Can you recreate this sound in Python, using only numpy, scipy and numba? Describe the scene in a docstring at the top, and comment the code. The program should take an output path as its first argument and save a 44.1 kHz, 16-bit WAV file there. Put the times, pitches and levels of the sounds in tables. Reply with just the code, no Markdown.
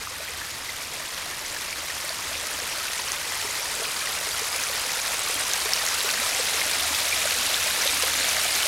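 """Overflowing manhole

Water spouts from under the rim of a manhole cover, splashes on its concrete collar and runs down a
straw-covered slope. Drops smack, bubbles ring and a fine spray hisses; air pockets glug out at the rim.
The microphone is carried slowly closer, so the water grows louder and brighter.
A faint low drone and an outdoor rumble lie beneath."""
import sys
import numpy as np
from scipy import signal
from scipy.fft import rfft, irfft, next_fast_len
from scipy.io import wavfile
from scipy.ndimage import uniform_filter1d
from numba import njit

SR = 44100
rng = np.random.default_rng(int(sys.argv[2]) if len(sys.argv) > 2 else 0)


def inscribe(sig):
    """Save sig as 16-bit PCM at rate SR to the path in sys.argv[1].

    A 1-D sig is mono; a 2-D sig holds one channel per row.
    Samples are clipped to [-1, 1] before scaling.
    """
    pcm = np.round(np.clip(np.atleast_2d(sig).T, -1, 1) * 32767)
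    wavfile.write(sys.argv[1], SR, pcm.astype(np.int16))


N = 382347
TIME = np.arange(N) / SR
CUTOFF_HZ = 15800
SPLASH_FALL_DB = 5   # per doubling of the distance


def from_db(db):
    """Decibels to gain."""
    return 10 ** (np.asarray(db) / 20)


def rms_one(x):
    """Scale to rms 1."""
    return x / np.sqrt(np.mean(x ** 2) + 1e-20)


def drift(rate):
    """A smooth random wobble that moves about rate times a second; rms 1."""
    pole = np.exp(-40 * np.pi * rate / SR)
    noise = rng.standard_normal(N // 20 + 4002)
    slow = signal.lfilter([1], [1, -2 * pole, pole * pole], noise)[4000:]
    return np.interp(np.arange(N) / 20, np.arange(len(slow)), rms_one(slow))


def shaped(x, gain_at):
    """Filter by a smooth gain given as a function of frequency."""
    size = next_fast_len(N + SR // 2)
    hz = np.maximum(np.fft.rfftfreq(size, 1 / SR), 1)
    return irfft(rfft(x, size) * gain_at(hz), size)[:N]


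def coloured(x, eq):
    """Play a sound through an EQ curve; rms 1."""
    points_hz, points_db = np.transpose(eq)
    return rms_one(shaped(x, lambda hz: from_db(np.interp(np.log(hz), np.log(points_hz), points_db))))


@njit
def rings(start, height, hz, cycles, rise, onset, choke):
    """Sine pings that swell over onset cycles, fall 60 dB in their cycles and bend up by the share rise.
    With choke 0 they die evenly; with choke 1 they hold at first and then collapse."""
    out = np.zeros(N)
    for k in range(len(start)):
        length = cycles[k] / hz[k] * SR
        step = 2 * np.pi * hz[k] / SR
        phase, level, muted = 0., height[k], 1.
        swell = np.exp(-hz[k] / SR / onset)
        fade = np.exp(-np.log(1000) * (1 - choke) / length)
        hasten = np.exp(-2 * np.log(1000) * choke / length ** 2)
        for i in range(min(int(length), N - start[k])):
            out[start[k] + i] += level * (1 - muted) * np.sin(phase)
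            phase += step * (1 + rise * i / length)
            level *= fade
            fade *= hasten
            muted *= swell
    return out


# The walk up to the cover, slowing as it arrives. Each row: time in seconds, distance in metres.
APPROACH = [(0, 4.03), (2.6, 2.32), (6.1, 1.305), (8.67, 1.05)]


def level_at(s, near_db, fall_db):
    """Level at times s along the walk: near_db at 1 m, less fall_db for each doubling of the distance."""
    return near_db - fall_db * np.log2(np.interp(s, *np.transpose(APPROACH)))


def approached(x, near_db, fall_db):
    """Ride the fader on a steady flow so that distance alone sets its slow level."""
    slow_rms = np.sqrt(uniform_filter1d(x ** 2, size=30000))
    return x / slow_rms * from_db(level_at(TIME, near_db, fall_db))


def surging(lump_db, flutter_db):
    """A jet breaks into lumps, so its flow is uneven, while the supply behind it stays steady."""
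    flow = from_db(lump_db * drift(26) + flutter_db * drift(110))
    return flow / uniform_filter1d(flow, size=SR // 5)


def births(per_s, surge, spread_db, limit):
    """Random triggers, crowded where the water surges, with log-normal sizes of either sign."""
    start = np.flatnonzero(rng.random(N) < per_s * surge / SR)
    sizes = from_db(spread_db * np.minimum(rng.standard_normal(len(start)), limit))
    return start, sizes * rng.choice(np.array([-1, 1]), len(start))


def patter(surge, per_s, spread_db, scatter_s, scatter_db):
    """Drops hit as broad clicks, each followed by a short puff of droplets."""
    start, sizes = births(per_s, surge, spread_db, limit=4.1)
    clicks = np.zeros(N)
    clicks[start] = sizes
    puff_power = signal.lfilter([1], [1, -np.exp(-1 / (scatter_s * SR))], clicks ** 2 + 1e-18)
    droplets = rms_one(np.sqrt(puff_power) * rng.standard_normal(N))
    return rms_one(rms_one(clicks) + from_db(scatter_db) * droplets)


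def bubbles(surge, per_s, low_hz, high_hz, cycles, spread_db, rise):
    """Trapped bubbles of many sizes, each ringing briefly and climbing in pitch as it surfaces."""
    start, sizes = births(per_s, surge, spread_db, limit=3.04)
    hz = low_hz * (high_hz / low_hz) ** rng.random(len(start))
    life = cycles * from_db(4.2 * rng.standard_normal(len(start)))
    height = sizes * hz   # keeps the band flat overall
    return rms_one(rings(start, height, hz, life, rise, onset=.7, choke=.9))


# The tone of the splash from down the slope, from halfway and from beside the cover.
# Each row: frequency in Hz, relative gain in dB.
FAR_EQ = [(110, -44), (180, -20), (287, -5.5), (388, -6), (477, -5), (586, -3.5), (775, -6), (971, -2.5),
          (1580, -3), (1900, -1), (3040, -3.5), (4770, -4), (9350, -8.5), (13100, -13.5), (15800, -23)]
HALFWAY_EQ = [(110, -47), (180, -20), (230, -11.5), (340, -10), (410, -6), (504, -4.5), (693, -4.5),
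              (1390, -2), (1700, -3), (2340, -1.5), (2670, -3), (4950, -0.5), (10300, -5), (14900, -16),
              (15800, -19)]
NEAR_EQ = [(110, -37), (180, -11), (262, -7), (367, -9), (495, -6.5), (631, -3.5), (761, -5.5), (971, -5),
           (1260, -3.5), (2300, -0.5), (3040, -0.5), (3810, 2), (11300, -4.5), (14100, -12.5), (15800, -16)]


def splashing():
    """Jets patter and spray on the concrete, while the pool and the runnel below fizz and tinkle."""
    jets = surging(lump_db=.95, flutter_db=1.65)
    pool = surging(lump_db=1.3, flutter_db=1.6)
    drops = patter(jets, per_s=2600, spread_db=6.0, scatter_s=0.0021, scatter_db=2.0)
    spray = rms_one(np.sqrt(jets) * rng.standard_normal(N))
    fizz = bubbles(pool, per_s=8500, low_hz=169.2, high_hz=15250, cycles=7.4, spread_db=6.0, rise=0.12)
    tinkle = bubbles(pool, per_s=1100, low_hz=422.6, high_hz=12950, cycles=21, spread_db=4.5, rise=0.089)
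    plinks = bubbles(pool, per_s=110, low_hz=862, high_hz=2683, cycles=24, spread_db=5.5, rise=0.092)
    sparkle = bubbles(jets, per_s=260, low_hz=2998, high_hz=14010, cycles=67, spread_db=3.0, rise=0.065)
    gurgle = bubbles(pool, per_s=30, low_hz=430, high_hz=719, cycles=11, spread_db=4.5, rise=0.12)
    ringing = (from_db(-3.5) * fizz + from_db(-10.5) * tinkle + from_db(-18.5) * plinks
               + from_db(-12) * sparkle + from_db(-21.5) * gurgle)
    hiss = from_db(-4) * drops + from_db(-3) * spray
    # small drops move little water, so the low end belongs to the bubbles
    white = ringing + signal.sosfilt(signal.butter(2, 550, "high", fs=SR, output="sos"), hiss)
    # crossfade the EQ from far to near
    place = np.interp(TIME, [1.7, 4.5, 7.4], np.arange(3))
    water = sum(np.maximum(1 - abs(place - k), 0) * coloured(white, eq)
                for k, eq in enumerate([FAR_EQ, HALFWAY_EQ, NEAR_EQ]))
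    # the fine spray on top gains more from coming close than the body of the splash
    body = shaped(water, lambda hz: 1 / (1 + (hz / 3000) ** 12))
    top = water - body
    return approached(body, near_db=-28.5, fall_db=SPLASH_FALL_DB) + approached(top, near_db=-25, fall_db=6)


# The drone's slow swells, before its random waver. Each row: time in seconds, rms level in dB.
DRONE_SWELLS = [(0.55, -55), (1.0, -67), (1.85, -67), (2.3, -54), (3.9, -68), (6.4, -61), (7.0, -52.5),
                (7.5, -59), (8.1, -50), (8.67, -61)]
# The tone of the outdoor rumble. Each row: frequency in Hz, relative gain in dB.
RUMBLE_EQ = [(12, -14), (22, -4), (34, -7), (65, -2.5), (130, -7), (200, -8.5), (400, -14.5), (1200, -56)]
# Soft low resonances around the drone. Each row: centre in Hz, half-width in Hz, rms level in dB.
DRONE_RESONANCES = [(75.4, 8.4, -62), (101, 7.9, -63), (119.5, 4.9, -70.5), (155.3, 9.5, -66.5)]


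def drone_and_rumble(drone_hz, waver_hz, rumble_db):
    """The low bed: a wavering sine and narrow bands of noise over a soft outdoor rumble."""
    phase = 2 * np.pi * np.cumsum(drone_hz + waver_hz * drift(4.3)) / SR
    level_db = np.interp(TIME, *np.transpose(DRONE_SWELLS)) + 2.5 * drift(3)
    bed = from_db(level_db) * rms_one(np.sin(phase))
    bed += from_db(rumble_db) * coloured(rng.standard_normal(N), RUMBLE_EQ)
    for centre, width, band_db in DRONE_RESONANCES:
        band = shaped(rng.standard_normal(N), lambda hz: 1 / (1 + ((hz - centre) / width) ** 2))
        bed += from_db(band_db) * rms_one(band)
    return bed


def strays(per_s, near_db, spread_db, low_hz, high_hz):
    """Random lesser hits, louder from close by. Each row: start in seconds, level in dB, pitch in Hz."""
    wait, size, pitch = rng.random((200, 3)).T
    s = np.cumsum(-np.log(1 - wait)) / per_s
    hit_db = level_at(s, near_db, SPLASH_FALL_DB) + spread_db * (2 * size - 1)
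    hz = low_hz * (high_hz / low_hz) ** pitch
    return np.column_stack([s, hit_db, hz])[s < TIME[-1]]


def puffs(start, height, fade_s, low_hz, high_hz):
    """Short bursts of band-passed noise that die away after each start."""
    hits = np.zeros(N)
    hits[start] = height
    envelope = signal.lfilter([1], [1, -np.exp(-1 / (fade_s * SR))], hits + 1e-18)
    band = signal.butter(1, [low_hz, high_hz], "band", fs=SR, output="sos")
    return signal.sosfilt(band, envelope * rng.standard_normal(N))


# The fattest drops smacking on wet concrete and into the pool.
# Each row: start in seconds, level in dB, pitch in Hz.
FAT_DROPS = [(0.072, -21.5, 1250), (0.2855, -21.5, 2380), (0.4156, -21.5, 1700), (1.7285, -19, 2270),
             (2.093, -13, 4590), (2.3533, -18, 2450), (2.8827, -16.5, 2620), (3.119, -10, 6200),
             (3.7527, -12, 7980), (4.6371, -8, 6080), (5.5353, -5, 6400), (5.7347, -1.5, 5400),
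             (5.8648, -8, 6500), (6.006, -13, 3900), (6.0906, -11.5, 2660), (6.112, -10, 6400),
             (6.6152, -10, 2130), (7.543, -7, 3580), (7.8755, -8, 3870)]


def smacks(crack_cycles, ring_cycles, ring_db, scatter_db):
    """A fat drop cracks for a few cycles, throws a puff of droplets and leaves a small bubble ringing."""
    lesser = strays(per_s=2.6, near_db=-15, spread_db=2.5, low_hz=1800, high_hz=5200)
    s, hit_db, hz = np.vstack([FAT_DROPS, lesser]).T
    start, each = (s * SR).astype(np.int64), np.ones(len(s))
    crack = rings(start, from_db(hit_db), hz, crack_cycles * each, rise=-.1, onset=.6, choke=1.)
    ring = rings(start, from_db(hit_db + ring_db), hz, ring_cycles * each, rise=.06, onset=4.8, choke=.37)
    # the hardest, highest cracks scatter most
    scatter = from_db(hit_db + scatter_db) * np.minimum(hz / 6000, 1)
    return crack + ring + puffs(start, scatter, fade_s=.001, low_hz=2600, high_hz=14000)


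# The biggest air pockets bursting at the rim. Each row: start in seconds, base level in dB, pitch in Hz.
AIR_POCKETS = [(1.53, -36, 549), (2.042, -34, 584), (2.618, -34, 473), (2.995, -29.5, 960),
               (3.447, -33, 410), (3.817, -33, 445), (4.416, -32, 450), (5.296, -31, 490),
               (5.354, -40, 288), (5.655, -31.5, 426), (6.044, -31.5, 418), (6.187, -39, 240),
               (6.396, -28, 480), (6.903, -37.5, 290), (6.929, -27, 856), (7.253, -23, 603),
               (7.856, -25.5, 545), (8.033, -27, 487)]


def glugs(cycles, throb_db, tail_cycles, tail_db):
    """Air pockets throb for a few cycles in the gap, burst with a slosh and leave a bubble ringing."""
    lesser = strays(per_s=1.1, near_db=-32.5, spread_db=2.5, low_hz=437, high_hz=696)
    s, hit_db, hz = np.vstack([AIR_POCKETS, lesser]).T
    start, each = (s * SR).astype(np.int64), np.ones(len(s))
    height = from_db(hit_db)
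    throb = rings(start, height * from_db(throb_db), hz, cycles * each, rise=.04, onset=1.84, choke=1.)
    tail = rings(start, height * from_db(tail_db), hz, tail_cycles * each,
                 rise=.097, onset=2.5, choke=.36)
    slosh = puffs(start, height, fade_s=.02, low_hz=397, high_hz=750)
    return throb + tail + slosh


def scene():
    """The open-air mix, in mono."""
    air = glugs(cycles=9.1, throb_db=7, tail_cycles=42, tail_db=-7)
    drops = smacks(crack_cycles=7.9, ring_cycles=71, ring_db=-12.5, scatter_db=-10)
    water = splashing()
    bed = drone_and_rumble(drone_hz=76.6, waver_hz=.95, rumble_db=-52)
    return (water + bed + drops + air)[None]


def record(dry):
    """The recorder has one narrow notch in the treble and a steep top cut."""
    notched = signal.lfilter(*signal.iirnotch(7634, Q=75, fs=SR), dry)
    top_cut = signal.ellip(12, .1, 80, CUTOFF_HZ, fs=SR, output="sos")
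    return signal.sosfilt(top_cut, notched)


dry = scene()
out = record(dry)
inscribe(out)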